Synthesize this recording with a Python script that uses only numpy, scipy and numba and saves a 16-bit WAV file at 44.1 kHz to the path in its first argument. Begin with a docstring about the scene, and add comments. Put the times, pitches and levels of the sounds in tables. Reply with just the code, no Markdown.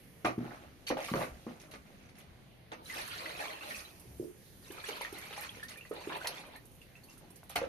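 """Water poured and sloshed by hand over meat in a plastic basin, on the carpet of a small bare room, heard close
through two microphone ports: crowds of short rings that climb in pitch, single bubbles, slaps and treble puffs.
A steel bowl knocks and thumps the basin (clicks striking modes) and slides on it (crowds of steady rings).
The jug is set down and soft footfalls pass; dense echoes and a flickering hush of noise lie behind."""
import sys
import numpy as np
from scipy import signal
from scipy.fft import rfft, irfft, next_fast_len
from scipy.io import wavfile
from numba import njit

SR = 44100
rng = np.random.default_rng(int(sys.argv[2]) if len(sys.argv) > 2 else 0)


def wrap_up_sound(samples):
    """Save the sound to the file named by the first command line argument, as 16-bit audio."""
    columns = np.atleast_2d(samples).T
    # keep every value between -1 and 1, then stretch to whole-number steps
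    tamed = np.clip(columns, -1, 1)
    steps = np.round(tamed * 32767).astype(np.int16)
    wavfile.write(sys.argv[1], SR, steps)


def linear_from_db(decibels):
    """Turn decibels (scalar or array-like) into linear amplitude factors; 0 gives 1."""
    return 10 ** (np.asarray(decibels, float) / 20)


N = 338688   # samples, 7.68 s

# Levels of the sources are those before the direct gain in scene().
# Hush of the room. Each row: frequency in Hz, relative level in dB per Hz.
HUSH_COLOUR = [(15, -35), (25, -4), (71, 0.5), (157, 1), (387, -7.5), (505, -6.5), (1040, -16),
               (2430, -15.5), (3080, -22), (4240, -17.5), (6670, -22), (7620, -16.5), (9180, -7.5),
               (11700, -20), (14400, -16.5)]
# Level of the treble hiss, which rises and falls with the scraping and the water.
# Each row: time in seconds, level in dB.
HISS_LEVEL = [(0.0, -67.5), (0.9, -69), (1.07, -58), (1.22, -52.5), (1.32, -67.5), (2.35, -74.5),
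              (2.84, -74.5), (3.06, -61), (3.57, -59.5), (4.0, -62.5), (4.62, -64.5), (5.0, -62),
              (5.92, -66), (6.22, -65), (6.56, -70), (7.0, -68.5), (7.68, -71)]
# Likeness of the hush at the two ports. Each row: frequency in Hz, left-right likeness from 0 to 1.
PORT_LIKENESS = [(60, 0.43), (150, 0.83), (370, 0.69), (920, 0.078), (2270, 0.06), (5640, 0.033),
                 (14000, 0.02)]
# Echoes of the small room. Each row: frequency in Hz, decay by 60 dB in seconds.
ROOM_T60 = [(100, 0.33), (500, 0.21), (2000, 0.17), (8000, 0.078)]
# The microphone turns slowly. Each row: time in seconds, delay of the right port in seconds.
RIGHT_LAG = [(0, 0.00016), (1.5, 0.00013), (2.2, 0.0005), (3.4, 0.0004), (4.5, 0.00022), (5.5, 0.00013),
             (7.68, 0.000011)]
# Colour of the microphone, with the top cutoff of the whole sound above 14.4 kHz.
# Each row: frequency in Hz, gain in dB.
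MICROPHONE_AND_CUTOFF = [(100, 0.5), (6300, 0.5), (7700, -11.5), (8700, -7.5), (9400, -0.5), (10600, -4.5),
                         (11900, 0), (13200, -6), (14300, -2), (14700, -46)]
# Balance of the ports. Each row: frequency in Hz, left minus right in dB.
PORT_BALANCE = [(60, 1.5), (98, 2), (160, -1), (270, 1), (440, -5), (710, 2.5), (1170, 0), (1930, -2.5),
                (3160, -3.5), (5190, 2), (8520, -12), (14000, -5.5)]

# Soft footfalls on the carpet. Each row: start in seconds, peak in dB, length in seconds, centre in Hz.
FOOTFALLS = [(1.291, -45.5, 0.03, 45.8), (1.929, -56.5, 0.081, 99.6), (2.264, -54.5, 0.05, 53.8),
             (3.775, -51, 0.048, 56.5), (3.869, -71, 0.05, 99.6), (4.074, -47.5, 0.072, 93),
             (7.582, -49, 0.039, 53.5), (7.63, -57, 0.05, 48.4)]
# Jug set down. Each row: start in seconds, peak in dB, rattle length in seconds, contact centre in Hz.
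JUG_KNOCKS = [(4.053, -51, 0.001, 380), (4.197, -27.5, 0.00061, 346), (4.226, -29.5, 0.0011, 358)]
# Modes of the jug. Each row: frequency in Hz, relative level in dB, decay by 60 dB in seconds.
JUG_MODES = [(91, -25, .2), (124, 10.5, 0.17), (176, -8, 0.082), (240, 1.5, 0.056), (294, -14, 0.089),
             (361.5, 13.5, 0.11), (427, -8, 0.28)]
# Basin thumps. Each row: start in seconds, peak in dB, rattle length in seconds, contact centre in Hz.
BASIN_KNOCKS = [(0.245, -27.5, 0.0073, 254), (0.379, -22.5, 0.0031, 230), (0.459, -34.5, 0.0044, 334),
                (0.62, -48, 0.0038, 460), (1.115, -25, 0.0031, 268), (1.136, -28, 0.0075, 205),
                (1.168, -33, 0.0053, 494), (1.466, -31.5, 0.0023, 338), (2.722, -46.5, 0.0056, 490)]
# Modes of the basin. Each row: frequency in Hz, relative level in dB, decay by 60 dB in seconds.
BASIN_MODES = [(125.2, -0.5, 0.3), (183, 5, 0.087), (216.8, -2.5, 0.34), (239, 6, 0.15), (308.7, 1, 0.09),
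               (348, 9, 0.039), (427, -21, 0.27), (653, -5, 0.048), (890, -12, 0.06)]
# Steel bowl knocks. Each row: start in seconds, peak in dB, rattle length in seconds, contact centre in Hz.
BOWL_KNOCKS = [(0.248, -20.5, 0.009, 1200), (0.867, -30.5, 0.034, 3070), (0.903, -21, 0.0045, 525),
               (0.97, -27.5, 0.0032, 590), (1.085, -32.5, 0.0089, 1340), (1.138, -20, 0.0028, 1050),
               (1.176, -35, 0.008, 511), (1.207, -26, 0.0092, 1100), (1.467, -37, 0.0046, 470),
               (1.737, -45, 0.0059, 1400), (2.717, -35.5, 0.0061, 910), (7.56, -19, 0.009, 2080),
               (7.616, -26.5, 0.0052, 520)]
# Modes of the bowl. Each row: frequency in Hz, relative level in dB, decay by 60 dB in seconds.
BOWL_MODES = [(499, 0, 0.12), (536, -1, 0.1), (642, -10, 0.17), (860, -24, 0.11), (983, -7, 0.038),
              (1157, 3.5, 0.032), (1400, -1.5, 0.03), (1620, -10, 0.057), (2230, -19, 0.032),
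              (2490, -7, 0.026), (2570, -17, 0.033), (3040, -10.5, 0.094), (3110, -4.5, 0.048),
              (3900, -23, 0.028), (4510, 7.5, 0.012), (5700, -48, 0.023), (6700, -22, .03)]

# Bowl and wet meat slide. Each row: start in seconds, hold in seconds, level in dB,
# decay by 60 dB in seconds, brightness in dB.
SLIDES = [(.245, 0.0089, -30, 0.19, -0.7), (.38, .005, -43, 0.077, -8), (.4, 0.13, -51.5, 0.31, -2),
          (.61, 0.011, -58, 0.54, 0), (.865, 0.024, -57, 0.064, 20.5), (.903, 0.0042, -34, 0.13, -6),
          (.966, 0.0045, -38.5, 0.19, -1), (1.0, 0.036, -57.5, .3, 11), (1.04, 0.044, -56, 0.23, 15.5),
          (1.082, .02, -50, 0.27, 6), (1.135, 0.0044, -43.5, 0.43, -16), (1.15, 0.056, -38.5, 0.29, -0.8),
          (1.33, 0.052, -60, .3, 2.5), (1.462, .005, -56.5, 0.85, 0.1), (1.595, 0.0071, -67, 0.21, 21.5),
          (1.63, 0.017, -59.5, 0.53, -10.5), (1.71, 0.032, -55, 0.13, 8.5), (1.735, 0.0034, -42, 0.093, -1),
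          (1.85, 0.205, -68, 0.24, 7), (2.085, .005, -67, .08, 16.5), (2.15, 0.055, -64.5, 0.21, 11),
          (2.25, 0.17, -72, 0.49, -1), (2.715, 0.0038, -44.5, 0.12, 1), (7.493, .01, -55.5, 0.22, 10),
          (7.555, 0.0038, -32, 0.15, 3), (7.61, 0.026, -48.5, 0.2, -3)]
# Basin body, middle, steel scrape, wet hiss. Each row: dB against the stroke level, share of the brightness.
SLIDE_RANGES = [(-5, -0.67), (0, 0.067), (-6.5, 1.01), (-14, 1.25)]
# Colour of the sliding. Each row: frequency in Hz, relative level in dB per Hz.
SLIDING_COLOUR = [(71, -34), (120, 1), (302, 1), (805, -3), (984, -30), (1180, -10), (1590, -13.5),
                  (6100, -37.5), (7600, -42), (12000, -50.5), (14400, -38)]

# Water slapping on meat and basin wall. Each row: start in seconds, peak in dB, length in seconds, centre in Hz.
SLAPS = [(2.899, -36.5, 0.0086, 1990), (2.983, -34, .016, 2160), (3.255, -32.5, .012, 1900),
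         (3.39, -39, .008, 2300), (3.707, -37, .017, 1920), (4.882, -53, .014, 880),
         (5.016, -35, .0078, 2190), (5.049, -33, .0088, 1890), (5.327, -34.5, 0.013, 2170),
         (5.377, -36, 0.0032, 800), (5.422, -38, 0.021, 1810), (5.683, -36, .008, 4500),
         (5.914, -39, 0.025, 1190), (6.099, -32.5, 0.0092, 910), (6.271, -21, 0.0056, 4600),
         (6.437, -44, 0.013, 802), (7.431, -42.5, 0.0011, 1080)]
# Short treble puffs, mostly fine spray, some from the bowl scraping and knocking.
# Each row: start in seconds, peak in dB.
TREBLE_PUFFS = [(1.7114, -45), (2.1833, -45.5), (2.878, -44), (3.075, -36.5), (3.403, -40), (3.694, -39),
                (3.996, -42), (4.717, -38), (4.83, -43), (4.877, -38.5), (4.96, -44), (5.013, -34),
                (5.124, -42), (5.182, -35.5), (5.33, -42), (5.3781, -38.5), (5.407, -30), (5.631, -38),
                (5.69, -42), (5.771, -39.5), (6.0735, -44.5), (6.165, -36), (6.27, -23), (6.465, -46),
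                (6.56, -44.5), (6.714, -50), (6.75, -48), (7.037, -48), (7.177, -44.5), (7.357, -40),
                (7.4935, -34.5), (7.555, -26)]
# Single bubbles and drops. Each row: start in seconds, level before decay in dB,
# pitch a fifth of the way through the ring in Hz, decay by 60 dB in seconds.
BUBBLES = [(2.792, -46, 1260, 0.023), (2.8577, -44.5, 4160, 0.063), (2.8987, -34, 2080, 0.059),
           (2.991, -36.5, 800, .076), (3.2595, -30, 2030, 0.026), (3.3502, -37.5, 2660, 0.034),
           (3.394, -35, 2570, .028), (3.401, -30, 847, 0.057), (3.61, -39.5, 2780, 0.055),
           (3.67, -40, 598, 0.08), (3.7083, -32.5, 1960, .028), (3.745, -34.5, 2630, 0.042),
           (3.85, -44.5, 4060, 0.054), (4.702, -33, 377, 0.048), (4.7823, -36, 1340, .033),
           (4.8396, -33, 1750, .04), (4.93, -36, 3200, 0.046), (4.888, -31.5, 462, 0.062),
           (5.009, -31, 528, 0.023), (5.011, -31.5, 970, 0.038), (5.0173, -31, 2230, .04),
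           (5.049, -25.5, 1930, 0.022), (5.126, -31, 375, 0.04), (5.145, -43, 4180, .054),
           (5.3635, -45, 2020, .043), (5.377, -39.5, 844, 0.13), (5.4174, -40, 1850, .067),
           (5.4927, -33, 3400, .032), (5.569, -43, 487, 0.05), (5.597, -44, 1840, .033),
           (5.629, -34.5, 1830, 0.096), (5.7581, -44, 1855, 0.072), (5.775, -43, 2500, 0.064),
           (5.81, -40, 2820, 0.043), (5.8514, -40.5, 1990, 0.023), (5.911, -21, 456, 0.027),
           (5.9144, -44, 1296, 0.078), (5.9661, -45, 2510, 0.032), (6.072, -23, 376, 0.031),
           (6.1225, -35, 1800, 0.033), (6.2133, -33.5, 1556, .049), (6.249, -38, 904, .059),
           (6.2585, -35, 1860, 0.037), (6.558, -45.5, 1857, 0.1), (6.816, -46, 2840, 0.027),
           (6.918, -61, 2500, 0.023), (6.954, -47.5, 2740, 0.048), (7.0352, -53, 4580, .04),
           (7.0866, -53, 2850, 0.11), (7.1732, -53, 1410, .019)]
# Stream from the jug. 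Each row: time in seconds, level in dB,
# then against that level: large bubbles in dB, fizz in dB.
POUR = [(2.8, -81, 0.1, -9), (2.85, -64, -18, 5), (2.9, -48, -12.5, -4.5), (2.98, -46, -3, -4),
        (3.06, -45, -14, -10), (3.14, -43.5, -10, -10.5), (3.25, -47, -1.5, -12), (3.37, -46.5, -5, -10),
        (3.47, -46, -1.5, -8), (3.56, -49.5, -4, -16.5), (3.72, -46, -6.5, -4.5), (3.78, -51.5, -14, -1),
        (3.86, -59, -11, -8), (4.0, -66.5, -0.5, -18), (4.25, -81, 3, 16)]
# The water surges, first under the stream, then under the hand. Each row: start in seconds, hold in seconds,
# level in dB, decay by 60 dB in seconds, brightness in dB.
SLOSHES = [(2.79, 0.013, -69.5, 0.12, -25.5), (3.385, 0.016, -40.5, 0.3, 0), (3.7, 0.016, -51.5, 0.26, -5),
           (4.62, 0.19, -58.5, .3, 7), (4.7, 0.094, -51, .3, -3), (4.835, 0.043, -45.5, 0.23, 5.5),
           (4.88, 0.021, -43.5, 1.02, -2), (5.0, 0.037, -44, 0.29, 2.8), (5.12, .07, -48, 1.5, 1),
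           (5.3, .005, -50, 0.16, -6.5), (5.36, 0.031, -45, .3, 3.5), (5.41, 0.023, -45, 0.34, 2.5),
           (5.53, 0.078, -56.5, .3, 2), (5.628, 0.004, -49, 0.061, 3), (5.68, 0.036, -50.5, 0.092, 5.5),
           (5.73, .14, -59.5, .07, 1.5), (5.91, 0.07, -54.5, 0.71, -9.5), (6.0, 0.092, -50, 0.59, 2),
           (6.09, 0.075, -47.5, 0.23, -9), (6.2, 0.046, -48.5, .3, 0.5), (6.24, 0.035, -42.5, .45, -3.5),
           (6.33, 0.038, -51.5, .45, 2.5), (6.435, 0.12, -58.5, 0.14, -6), (6.81, 0.016, -64, 0.098, 8),
           (6.95, 0.014, -63, 0.085, 8), (7.09, .04, -62, 0.33, 11), (7.2, 0.038, -76, 0.36, -25.5),
           (7.35, .02, -73, .2, 18)]
# Large bubbles, middle, fizz, finest fizz. Each row: dB against the surge level, share of the brightness.
SLOSH_RANGES = [(-6.5, -0.97), (-1, -0.24), (-10.5, 1), (-13, 0.72)]
# Colour of the water. Each row: frequency in Hz, relative level in dB per Hz.
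WATER_COLOUR = [(150, -38), (250, -7.5), (470, -6), (760, -7), (1500, -5), (2000, -5.5), (3500, -10.5),
                (4200, -12), (5000, -17.5), (8000, -13.5), (14400, -22), (15000, -40)]

EDGES_HZ = 25 * 2 ** np.arange(0, 9.6, .5)   # half-octave bands


def rms_one(x):
    """Scales a signal to an rms of one."""
    return x / np.sqrt(np.mean(x ** 2) + 1e-20)


def at_hz(points, hz):
    """Reads a table at a frequency, along a logarithmic frequency axis."""
    table = np.array(points)
    return np.interp(np.log(hz), np.log(table[:, 0]), table[:, 1])


def band(x, low_hz, high_hz):
    """Keeps the sound between two frequencies."""
    return signal.sosfilt(signal.butter(2, [low_hz, high_hz], "band", fs=SR, output="sos"), x)


def over_time(s, values, outside=None):
    """Joins timed values by lines, one value per sample."""
    return np.interp(np.arange(N) / SR, s, values, outside, outside)


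def drift(rate):
    """Slow random wander of rms one: rate random points a second, joined by lines."""
    count = int(N / SR * rate) + 2
    return rms_one(over_time(np.arange(count) / rate, rng.standard_normal(count)))


def lag_at(s, spread_s):
    """Samples by which the right port is late, for sources spread over the width of the basin."""
    lag_s = np.interp(s, *np.transpose(RIGHT_LAG)) + spread_s * (2 * rng.random(np.shape(s)) - 1)
    return np.clip(np.round(lag_s * SR), -40, 40).astype(int)


def hush():
    """Half-octave bands of flickering noise; the treble hiss rises and falls with the scraping and the water."""
    rumble_db, middle_db = -61, -65
    levels = [linear_from_db(rumble_db), linear_from_db(middle_db), linear_from_db(over_time(*np.transpose(HISS_LEVEL)))]
    zones = np.zeros((3, 2, N))
    white = rng.standard_normal((2, 2, N))
    for k, (low, high) in enumerate(zip(EDGES_HZ, EDGES_HZ[1:])):
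        mid, side = band(white[k % 2], low, high)
        hz = np.sqrt(low * high)
        alike = np.clip(at_hz(PORT_LIKENESS, hz), -1, 1)
        ports = np.sqrt(1 + alike) * mid + np.sqrt(1 - alike) * side * [[1], [-1]]
        flicker_db = 2.04 * drift(8.3)
        zones[np.digitize(hz, [250, 5000])] += linear_from_db(at_hz(HUSH_COLOUR, hz) + flicker_db) * ports
    return sum(level * zone / np.std(zone.mean(axis=0)) for level, zone in zip(levels, zones))


def room(x):
    """Dense echoes: noise that dies band by band at each port, building up over the first milliseconds."""
    alike_below_hz, build_up_s = 600, 0.0077
    t = np.arange(SR // 2) / SR
    white = rng.standard_normal((2, len(t)))
    # long waves reach both ports alike
    white[1] += signal.lfilter(*signal.butter(2, alike_below_hz, fs=SR), white[0] - white[1])
    tail = np.zeros((2, len(t)))
    for low, high in zip(EDGES_HZ[2::2], EDGES_HZ[4::2]):
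        t60 = at_hz(ROOM_T60, low)
        tail += band(white, low, high) * linear_from_db(-60 * t / t60) / np.sqrt(t60)
    tail *= np.minimum(t / build_up_s, 1)
    tail /= np.sqrt(np.sum(tail ** 2, axis=1, keepdims=True))
    return signal.fftconvolve(x[None], tail, axes=1)[:, :N]


def knocks(events, modes, density, octaves, crack_db, swell_s=0):
    """Each blow is a short rattle of clicks, coloured by the contact, that cracks and strikes any modes."""
    out = np.zeros((2, N + SR))
    t = np.arange(SR // 4) / SR
    for s, peak_db, rattle_s, centre_hz in events:
        clicks = rng.standard_normal(len(t)) * (rng.random(len(t)) < density)
        rattle = clicks * np.exp(-t / max(rattle_s, .0005))
        rattle[0] = 2
        rattle *= np.minimum((t + 1 / SR) / (swell_s + 1 / SR), 1)   # splashes arrive gradually, solids at once
        rattle = band(rattle, centre_hz / 2 ** octaves, min(centre_hz * 2 ** octaves, .4 * SR))
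        body = np.zeros(len(t))
        for hz, db, t60 in modes:
            # grip and load change the modes a little from blow to blow
            gain = linear_from_db(db + rng.normal(0, 2.2))
            body += gain * np.sin(2 * np.pi * hz * rng.normal(1, 0.0082) * t) * linear_from_db(-60 * t / t60)
        body[0] = linear_from_db(crack_db)
        blow = signal.fftconvolve(rattle, body)[:len(t)]
        blow *= linear_from_db(peak_db) / np.abs(blow).max()
        for port, at in zip(out, round(s * SR) + np.array([0, lag_at(s, spread_s=.0001)])):
            port[at:at + len(t)] += blow
    return out[:, :N]


def footfalls():
    """Soft steps on the carpet are low puffs of clicks without a ringing body."""
    return knocks(FOOTFALLS, [], density=0.75, octaves=0.81, crack_db=0)


def jug_set_down():
    """The plastic jug is set down: very short rattles strike its low modes."""
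    return knocks(JUG_KNOCKS, JUG_MODES, density=.02, octaves=.75, crack_db=12.)


def basin_thumps():
    """Sparse low clicks strike the modes of the plastic basin."""
    return knocks(BASIN_KNOCKS, BASIN_MODES, density=0.043, octaves=0.88, crack_db=7.0)


def bowl_knocks():
    """The steel bowl knocks on the basin: a strong crack over the ringing modes of the bowl."""
    return knocks(BOWL_KNOCKS, BOWL_MODES, density=.12, octaves=0.64, crack_db=30.0)


def strokes(rows, ranges, attack_s):
    """Gain of each pitch range: every stroke climbs 30 dB in the attack, holds and dies; powers add."""
    t = np.arange(0, N, 32) / SR
    power = 1e-14
    range_db, share = np.transpose(ranges)[:, :, None]
    for s, hold_s, level_db, t60, bright_db in rows:
        since_attack = t - s - attack_s
        climb_db = np.minimum(30 * since_attack / attack_s, 0)
        fall_db = 60 * np.maximum(since_attack - hold_s, 0) / max(t60, .02)
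        power = power + linear_from_db(level_db + range_db + share * bright_db + climb_db - fall_db) ** 2
    return np.array([over_time(t, row) for row in np.sqrt(power)])


@njit
def add(out, at, lag, hz, size, t60, rise, sr):
    """Each grain is a sine that swells for a cycle, dies and climbs by the share rise; the right port lags."""
    for k in range(len(at)):
        steps = t60[k] * sr
        phase, fade = 0., np.exp(-np.log(1000) / steps)
        height = size[k]
        for i in range(at[k], min(at[k] + int(steps), out.shape[1] - 64)):
            phase += 2 * np.pi * hz[k] * (1 + rise[k] * (i - at[k]) / steps) / sr
            value = height * np.sin(phase) * min(phase / (2 * np.pi), 1.)
            out[0, i] += value
            out[1, i + lag[k]] += value
            height *= fade


def grains(gains, colour, per_s, mid_hz, cycles, spread_db, clump_db, rise):
    """A crowd of short rings, small ones more numerous; the gains set how strong each range of pitch is."""
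    when, pitch, chance, length = rng.random((int(per_s * N / SR), 4)).T
    when = when * N / SR
    at = (when * SR).astype(int)
    lowest_hz, highest_hz = colour[1][0], colour[-2][0]
    hz = lowest_hz * (highest_hz / lowest_hz) ** pitch ** .7
    size = linear_from_db(at_hz(colour, hz) - spread_db * np.log(np.maximum(chance, .014))) * hz ** 0.89
    size *= linear_from_db(clump_db * drift(30)[at])   # the crowd comes in gulps
    # cycles counts the typical ring at 1 kHz; higher grains ring more cycles
    t60 = cycles * (.5 + length) / np.sqrt(hz * 1000)
    lag = lag_at(when, spread_s=.0003)
    zone = np.digitize(hz, mid_hz)
    heard = gains.max(axis=0) > linear_from_db(-90)
    out = np.zeros((2, N))
    for k, gain in enumerate(gains):
        part = np.zeros((2, N))
        mine = (zone == k) & heard[at]
        add(part, at[mine], lag[mine], hz[mine], size[mine], t60[mine], np.full(mine.sum(), rise), SR)
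        out += part / np.std(part[:, heard]) * gain
    return out


def sliding():
    """Bowl and wet meat slide on the basin: strokes of a crowd of short rings at steady pitch."""
    gains = strokes(SLIDES, SLIDE_RANGES, attack_s=0.0033)
    return grains(gains, SLIDING_COLOUR, per_s=6000, mid_hz=[700, 2000, 6000],
                  cycles=8.5, spread_db=3., clump_db=2.0, rise=0.)


def splashes():
    """Slaps and short treble puffs (mostly spray, some from the bowl) are clicks without a ringing body."""
    puff_s, puff_hz = 0.0057, 9750
    start_s, end_s, faint_db = 5.2, 7.45, -46.5   # ten fainter puffs at random, within 3 dB of this peak
    when, size = rng.random((10, 2)).T
    faint = zip(start_s + when * (end_s - start_s), faint_db + 6 * (size - .5))
    puffs = [(s, db, puff_s, puff_hz) for s, db in list(TREBLE_PUFFS) + list(faint)]
    return (knocks(SLAPS, [], density=0.36, octaves=0.68, crack_db=0, swell_s=0.00078)
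            + knocks(puffs, [], density=0.69, octaves=0.4, crack_db=0, swell_s=0.003))


def bubbles():
    """Single air pockets ring and climb in pitch as they near the surface."""
    rise = 0.32   # share of the starting pitch
    s, level_db, hz, t60 = np.transpose(BUBBLES)
    out = np.zeros((2, N))
    add(out, (s * SR).astype(int), lag_at(s, spread_s=.0001), hz / (1 + rise / 5), linear_from_db(level_db), t60,
        np.full(len(s), rise), SR)
    return out


def stream():
    """Gain of each pitch range while the jug pours."""
    finest_db = -1.5   # against the fizz
    s, level_db, large_db, fizz_db = np.transpose(POUR)
    ranges_db = [large_db, 0 * s, fizz_db, fizz_db + finest_db]
    return linear_from_db(np.array([over_time(s, level_db + db, outside=-140) for db in ranges_db]))


def water():
    """Air dragged under by the stream and the surges: a crowd of bubbles that climb in pitch as they ring."""
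    gains = np.hypot(stream(), strokes(SLOSHES, SLOSH_RANGES, attack_s=0.0059))
    return grains(gains, WATER_COLOUR, per_s=7000, mid_hz=[1000, 4500, 8000],
                  cycles=40.6, spread_db=4.0, clump_db=1.74, rise=.3)


def scene():
    """The basin close to the microphone, its echoes from the left port's sound, and the hush."""
    direct_db, room_db = -2, -4
    blows = footfalls() + jug_set_down() + basin_thumps() + bowl_knocks()
    near = linear_from_db(direct_db) * (blows + sliding() + splashes() + bubbles() + water())
    return hush() + linear_from_db(room_db) * room(near[0]) + near


def roll_off(x):
    """The treble ends steeply here."""
    return signal.sosfilt(signal.butter(12, 14580, fs=SR, output="sos"), x)


def record(dry):
    """The ports share a dip in the lower treble and a top cutoff; the right one favours the upper treble."""
    size = next_fast_len(N)
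    hz = np.arange(1, size // 2 + 2) * SR / size
    half_db = at_hz(PORT_BALANCE, hz) / 2
    port_gains = linear_from_db(at_hz(MICROPHONE_AND_CUTOFF, hz) + [half_db, -half_db])
    coloured = irfft(rfft(dry, size) * port_gains, size)[:, :N]
    return roll_off(coloured)


dry = scene()
out = record(dry)
wrap_up_sound(out)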